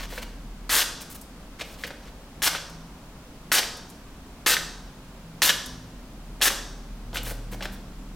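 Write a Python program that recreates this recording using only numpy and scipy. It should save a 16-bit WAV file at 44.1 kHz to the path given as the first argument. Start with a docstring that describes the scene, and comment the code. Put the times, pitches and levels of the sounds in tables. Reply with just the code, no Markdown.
"""Fingers slide on paper over far traffic that rumbles through the walls of a bare workshop with low hums.
Then a heavy blade slices six times through a small sheet held over a wooden bench, close to two microphones.
The sheet slides and snaps, buckling or tearing in surges near the end of a cut; offcuts tick as they land.
Paper is random fibre breaks and struck resonances, the room is decaying noise,
and the traffic is dull noise with sine hums."""
import sys
import numpy as np
from scipy import signal
from scipy.fft import rfft, irfft, next_fast_len
from scipy.io import wavfile
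from scipy.ndimage import uniform_filter1d

SR = 44100
rng = np.random.default_rng(int(sys.argv[2]) if len(sys.argv) > 2 else 0)


def digitize_waveform(pressure):
    """Quantize a signal to 16-bit integers and store it at the path in sys.argv[1].

    Rows of a 2-D input are taken as channels; values are limited to [-1, 1].
    """
    field = np.atleast_2d(pressure).T
    bounded = np.clip(field, -1, 1)
    quanta = np.round(bounded * 32767).astype(np.int16)
    wavfile.write(sys.argv[1], SR, quanta)


def nominal_scale(level):
    """Amplitude ratio for a level in decibels (scalar or array-like)."""
    x = np.asarray(level, float) / 20
    return 10 ** x


N = 359415   # samples


def rms_one(x):
    """Scales a signal to rms 1."""
    return x / np.sqrt(np.mean(x ** 2) + 1e-20)


def in_time(rows):
    """Interpolates each column of a curve whose first column is seconds."""
    s, *columns = np.transpose(rows)
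    return [np.interp(np.arange(N) / SR, s, column) for column in columns]


def at_hz(points, hz):
    """Value of a spectrum table, straight on log frequency."""
    table_hz, value = np.transpose(points)
    return np.interp(np.log(hz + 1), np.log(table_hz), value)


def coloured(x, points):
    """Shapes a steady signal by a dB spectrum."""
    size = next_fast_len(N)
    hz = np.arange(size // 2 + 1) * SR / size
    return irfft(rfft(x, size) * nominal_scale(at_hz(points, hz)), size)[..., :N]


def resonance(x, hz, width):
    """Two-pole resonance, gain 1 on top; width in Hz."""
    r = np.exp(-np.pi * width / SR)
    zeros = np.array([1, 0, -1]) * (1 - r * r) / 2
    poles = [1, -2 * r * np.cos(2 * np.pi * hz / SR), r * r]
    return signal.lfilter(zeros, poles, x)


def band(x, low_hz, high_hz):
    """Band-pass, rms 1."""
    sos = signal.butter(2, [low_hz, min(high_hz, .45 * SR)], "band", fs=SR, output="sos")
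    return rms_one(signal.sosfilt(sos, x))


def hump(s, length, edge):
    """An envelope that rises, holds and falls within its length; edge is the share spent on each slope."""
    part = (np.arange(N) / SR - s) / length
    return np.clip(np.minimum(part, 1 - part) / edge, 0, 1)


def wander(size):
    """Slow chance, smoothed twice over so many samples; rms 1, then without extremes."""
    slow = uniform_filter1d(uniform_filter1d(rng.standard_normal(N), size), size)
    return np.clip(rms_one(slow), -1.5, 1.5)


def fibres(per_s, spread_db, clump_db):
    """Dense random fibre breaks of uneven size whose strength clumps over a few ms."""
    sizes = nominal_scale(spread_db * np.minimum(rng.exponential(1, N), 4) + clump_db * wander(size=90))
    signs = rng.choice([-1, 1], N)
    return sizes * signs * (rng.random(N) < per_s / SR)


def hum(hz):
    """A steady sine of rms 1 with a random starting phase."""
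    return np.sqrt(2) * np.sin(2 * np.pi * (hz * np.arange(N) / SR + rng.random()))


# Far traffic through the walls, as rms between 90 and 320 Hz. Each row: time in seconds, level in dB.
TRAFFIC_LEVEL = [(0, -44.5), (1.3, -48), (5, -48), (7.5, -44.5), (8.15, -45.5)]
# Colour of the traffic behind walls. Each row: frequency in Hz, relative density in dB per Hz.
TRAFFIC_COLOUR = [(25, -11.5), (60, -7), (85, -17.5), (115, -13.5), (165, -10.5), (280, -11.5),
                  (340, -18.5), (544, -18), (1100, -21.5), (1900, -29), (5390, -36), (16300, -44.5)]
# A lasting hum near the lowest room mode. Each row: time in seconds, rms level in dB.
DEEP_HUM_LEVEL = [(0, -37.5), (0.7, -41.5), (1.1, -54), (4.3, -54), (4.6, -46.5), (5.7, -55), (6.2, -41.5),
                  (6.9, -40), (7.1, -35.5), (7.6, -37), (7.85, -41.5), (8.15, -41.5)]
# Low hums, perhaps room modes stirred by engines. Each key is a pitch in Hz;
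# each row under it: start in seconds, length in seconds, rms level in dB.
HUM_SWELLS = {115: [(5.653, 0.32, -49), (6.96, 0.76, -44)], 164: [(2.352, 0.31, -50), (2.653, 0.25, -46),
              (4.4, 0.42, -52), (5.147, 0.49, -48), (5.635, 0.4, -48)], 192: [(7.4, 0.52, -46),
              (7.945, 0.31, -47)], 252: [(5.54, 0.57, -50)]}


def traffic():
    """Dull noise through the walls, a deep room mode and hums that swell. Rows: common, differing."""
    noise = coloured(rng.standard_normal((2, N)), TRAFFIC_COLOUR)
    low = signal.sosfilt(signal.butter(2, 400, fs=SR, output="sos"), noise)
    level_band = signal.butter(2, [90, 320], "band", fs=SR, output="sos")
    scale = np.std(signal.sosfilt(level_band, noise[0]))
    rumble_db, = in_time(TRAFFIC_LEVEL)
    upper = nominal_scale(-51.0) * (noise - low)   # steady, while the low part follows the traffic
    out = (nominal_scale(rumble_db) * low + upper) / scale

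    deep_hz, deep_width = 40.2, 13.5   # lowest room mode, in Hz
    stirred = resonance(rng.standard_normal(N + SR), deep_hz, deep_width)
    deep = resonance(stirred, deep_hz, deep_width)[SR:]   # already ringing at the start
    out[0] += nominal_scale(-53) * rms_one(deep)

    hum_db, = in_time(DEEP_HUM_LEVEL)
    out[0] += nominal_scale(hum_db) * hum(38.6)
    for hz, rows in HUM_SWELLS.items():
        level = sum(nominal_scale(db) * hump(s, length, edge=0.25) for s, length, db in rows)
        out[0] += level * hum(hz)
    return out


# Reverberation of the bare workshop. Each row: frequency in Hz, time to fall by 60 dB in seconds.
WORKSHOP_T60 = [(300, 0.89), (800, 0.98), (2100, 0.49), (5500, 0.72), (10000, 0.43), (15000, 0.27)]


def workshop(x):
    """Reverberation: half-octave bands of noise that each die at their own rate. Rows: common, differing."""
    t = np.arange(SR) / SR
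    edges = 200 * 2 ** np.arange(0, 6.6, .5)   # Hz
    noise = rng.standard_normal((2, 2, SR))   # neighbouring bands take turns, so they do not share noise
    tail = 0
    for k, (low, high) in enumerate(zip(edges, edges[1:])):
        decay = nominal_scale(-60 * t / at_hz(WORKSHOP_T60, np.sqrt(low * high)))
        tail = tail + band(noise[k % 2], low, high) * np.sqrt(high - low) * decay
    tail = tail * np.clip(t / 0.0022, 0, 1)   # builds up over 2.2 ms
    tail = nominal_scale(-7.5) * tail / np.sqrt(np.sum(tail[0] ** 2))   # energy of the common tail: -7.5 dB
    return signal.fftconvolve(x[None], tail)[:, :N]


# Offcuts touching down on the bench. Each row: start in seconds, peak level in dB, ring in Hz.
OFFCUT_TICKS = [(1.0164, -31, 8500), (1.2133, -34, 9820), (1.741, -42, 4500), (2.697, -40, 8990),
                (3.7693, -39, 8230), (3.891, -47, 10700), (3.9, -38, 8000), (5.66, -29.5, 8457),
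                (7.231, -28, 13700)]


def ticks():
    """A paper edge lands: one bright click and a few ms of scratch, as decaying noise in a wide resonance."""
    out, t = np.zeros(N), np.arange(900) / SR
    for (s, db, hz), noise in zip(OFFCUT_TICKS, rng.standard_normal((len(OFFCUT_TICKS), len(t)))):
        scratch = noise * np.exp(-t / 0.0076)
        tick = resonance(resonance(scratch, hz, 1.3 * hz), hz, 1.3 * hz)
        at = round(s * SR)
        out[at:at + len(t)] += nominal_scale(db) * tick / np.abs(tick).max()
    return out


# Fingers and offcuts sliding on paper. Each row: start in seconds, length in seconds,
# hiss level in dB, body level in dB.
PAPER_SLIDES = [(-.03, 0.099, -50.5, -39.5), (0.082, 0.13, -48.5, -45), (0.216, 0.025, -47, -38),
                (1.002, 0.034, -46.5, -47), (1.095, 0.043, -43, -50.5), (1.143, 0.027, -42.5, -50),
                (1.587, 0.044, -51.5, -37.5), (1.627, 0.15, -55.5, -53), (1.773, 0.092, -53.5, -49.5),
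                (1.863, 0.023, -44.5, -42), (2.015, 0.088, -74, -52.5), (2.519, 0.058, -53, -33.5),
                (7.138, 0.043, -39, -34.5), (7.239, 0.092, -39.5, -40.5), (7.511, 0.045, -45.5, -45.5),
                (7.617, 0.05, -48, -39), (7.715, 0.043, -51, -57)]
# Resonances of the held sheet, in slides and cuts. Each row: frequency in Hz, width in Hz, level in dB.
SHEET_MODES = [(1910, 720, -4.5), (3490, 200, -13)]


def slides():
    """Skin on paper: a fine bright hiss with a duller, grainier body under it that rings in the sheet."""
    hiss, body = np.zeros(N), np.zeros(N)
    for s, length, hiss_db, body_db in PAPER_SLIDES:
        shape = hump(s, length, edge=.22)
        hiss += nominal_scale(hiss_db) * shape
        body += nominal_scale(body_db) * shape
    fine = band(fibres(per_s=22000, spread_db=1.5, clump_db=2.0), 6500, 19000)
    grain = band(fibres(per_s=7000, spread_db=2.5, clump_db=2.5), 410, 4600)
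    # the modes ring narrower and 5 dB lower than in a cut
    ringing = sum(nominal_scale(db - 5) * resonance(grain, hz, 0.24 * width) for hz, width, db in SHEET_MODES)
    return hiss * fine + body * rms_one(grain + ringing)


# Snaps of the sheet: buckling, and surges of tearing within or near the end of a cut.
# Each row: start in seconds, peak level of the pop in dB, ring in Hz, crackle length in seconds.
SHEET_SNAPS = [(0.124, -33, 1600, 0.01), (0.178, -21.5, 1590, 0.019), (1.6115, -20, 2530, 0.015),
               (1.8373, -16.5, 1800, 0.018), (1.905, -26, 1570, 0.014), (2.5496, -16.5, 1450, 0.025),
               (3.63, -19, 2180, 0.022), (4.5677, -10.5, 1760, 0.0061), (5.494, -6, 3050, 0.013),
               (5.5015, -9.5, 1600, 0.0065), (6.4064, -32, 2400, 0.013), (6.4196, -8.5, 3150, 0.019),
               (6.4555, -12, 1670, 0.0043), (6.503, -20, 1150, 0.024), (7.1307, -33, 3300, 0.0062),
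               (7.158, -18.5, 1510, 0.014), (7.1705, -16.5, 2700, 0.018), (7.269, -28, 1670, 0.0046),
               (7.311, -30, 1560, 0.01), (7.525, -33, 1650, 0.012), (7.545, -33.5, 1660, 0.0061),
               (7.6076, -25, 1600, 0.02), (7.625, -21.5, 2720, 0.0077), (7.655, -20.5, 1600, 0.0099)]


def snaps():
    """A pop rings two modes of the sheet for a few cycles; a dull crackle and a loose thud come with it."""
    out, t = np.zeros(N), np.arange(3000) / SR
    click = (t == 0) * 1.
    upper = resonance(resonance(click, 3050, 600), 3050, 2500)   # a higher mode, alike for all snaps
    upper = nominal_scale(-8) * upper / np.abs(upper).max()
    for (s, db, hz, length), noise in zip(SHEET_SNAPS, rng.standard_normal((len(SHEET_SNAPS), len(t)))):
        pop = resonance(resonance(click, hz, .16 * hz), hz, hz)
        pop = pop / np.abs(pop).max() + upper
        pop = pop / np.abs(pop).max()
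        uneven = noise * np.abs(noise) ** 0.63
        breaks = uneven * np.clip(t / 0.0023, 0, 1) * np.exp(-(t / max(length, 1e-3)) ** 2)
        crackle = nominal_scale(-6) * resonance(resonance(breaks, 1.08 * hz, 0.87 * hz), 2000, 5300)
        thud = resonance(resonance(breaks + 6 * click, 463, 540), 455, 570)
        thud = nominal_scale(-30.5) * thud / np.abs(thud).max()   # same peak for every snap
        at = round(s * SR)
        out[at:at + len(t)] += nominal_scale(db) * (pop + crackle) + thud
    return out


# The six cuts. Each row: start in seconds, length in seconds, tearing level in dB at the bite, held
# and at the exit, then sheet ring and treble against the held tearing in dB, before the stroke's colour.
BLADE_CUTS = [(0.693, 0.13, -31, -24.5, -24.5, -2.5, 1), (2.42, 0.058, -29, -26.5, -20, -2.5, 2),
              (3.517, 0.074, -22, -25, -20.5, -2.5, 0.5), (4.462, 0.081, -19.5, -24, -22, -3.5, -0.5),
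              (5.419, 0.083, -18.5, -24.5, -21, -4.5, 0.5), (6.414, 0.066, -27, -26.5, -19, -2, 3.5)]
# Colour shared by every cut. Each row: share of the cut, added ring in dB, added treble in dB.
STROKE_COLOUR = [(0, 4.5, -7), (0.15, 0.5, 0), (0.55, 1, 1.5), (1.01, -1, -6.5)]


def strokes():
    """Levels of ring, body and treble in dB: each cut bites, settles, runs out, and shares one colour change."""
    out = np.full((3, N), -150.)
    at, ring_db, treble_db = np.transpose(STROKE_COLOUR)
    for s, length, bite_db, hold_db, exit_db, low_db, high_db in BLADE_CUTS:
        part = np.arange(round(length * SR)) / (length * SR)
        # the bite has settled at 0.34 of the cut; the blade starts to run out at 0.7
        swing = np.interp(part, [0, 0.34, 0.7, 1], [bite_db - hold_db, 0, 0, exit_db - hold_db])
        # ring and treble follow the tearing's swing by these shares
        ring = low_db + 1.21 * swing + np.interp(part, at, ring_db)
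        treble = high_db + 0.84 * swing + np.interp(part, at, treble_db)
        out[:, round(s * SR):][:, :len(part)] = hold_db + np.array([ring, swing, treble])
    return out


# Colour of tearing fibres. Each row: frequency in Hz, relative density in dB per Hz.
TEAR_COLOUR = [(150, -45), (250, -9.5), (927, -5), (1800, 0.5), (2260, -7.5), (3440, -6.5), (14400, -13),
               (16300, -21)]


def cuts():
    """Coarse breaks drive the sheet, whose resonances waver in strength by chance; fine breaks give the treble."""
    tear = coloured(fibres(per_s=12000, spread_db=1.8, clump_db=2.0), TEAR_COLOUR)
    tear = tear + sum(nominal_scale(db + 1.9 * wander(size=400)) * resonance(tear, hz, width)
                      for hz, width, db in SHEET_MODES)
    fine = coloured(fibres(per_s=23000, spread_db=4.0, clump_db=1.0), TEAR_COLOUR)

    def part(x, hz, kind):
        return rms_one(signal.sosfilt(signal.butter(3, hz, kind, fs=SR, output="sos"), x))

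    ring = part(tear, 2400, "low")
    body = part(tear, [2400, 6500], "band")
    treble = part(fine, 6500, "high")
    # the freed sheet quivers on: no level falls faster than 1.2 dB per ms
    fall = np.log(10) / 20 * 1.2 / (SR / 1000) * np.arange(N)
    log_gains = np.log(nominal_scale(strokes()))
    ring_gain, body_gain, treble_gain = (np.exp(np.maximum.accumulate(g + fall) - fall) for g in log_gains)
    return ring_gain * ring - body_gain * body + treble_gain * treble


# How the two close microphones differ, for the diffuse traffic.
# Each row: frequency in Hz, level of the difference under the common sound in dB.
TRAFFIC_SIDE = [(150, -66.5), (380, -26), (900, -12), (3000, 0), (15000, 0)]
# The same for the paper and its room, as a filter. Each row: frequency in Hz, gain in dB.
PAPER_SIDE = [(300, -60), (1500, -27), (3000, -17), (6000, -11.5), (15000, -4.5)]


def scene():
    """Mixes the paper, room and traffic as common and differing parts at two close microphones."""
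    paper = cuts() + slides() + snaps() + ticks()
    room, street = workshop(paper), traffic()
    lead = np.gradient(paper)   # the sheet is a little left, so it reaches that side first
    scatter = rms_one(rng.standard_normal(300)) / np.sqrt(300)
    glints = signal.fftconvolve(paper, scatter)[:N]   # hands, blade and bench scatter unevenly
    paper_side = nominal_scale(2) * room[1] + nominal_scale(-2.5) * lead + nominal_scale(-11.5) * paper + nominal_scale(-8.5) * glints
    side = coloured(paper_side, PAPER_SIDE) + coloured(street[1], TRAFFIC_SIDE)
    mid = paper + room[0] + street[0]
    return np.array([mid + side, mid - side])


def roll_off(x):
    """The treble ends steeply here."""
    return signal.sosfilt(signal.butter(12, 16820, fs=SR, output="sos"), x)


def record(dry):
    """A steep low-pass cuts the top above 16.1 kHz."""
    low_pass = signal.ellip(10, .5, 70, 16100, fs=SR, output="sos")
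    mix = signal.sosfilt(low_pass, dry)
    return roll_off(mix)


dry = scene()
out = record(dry)
digitize_waveform(out)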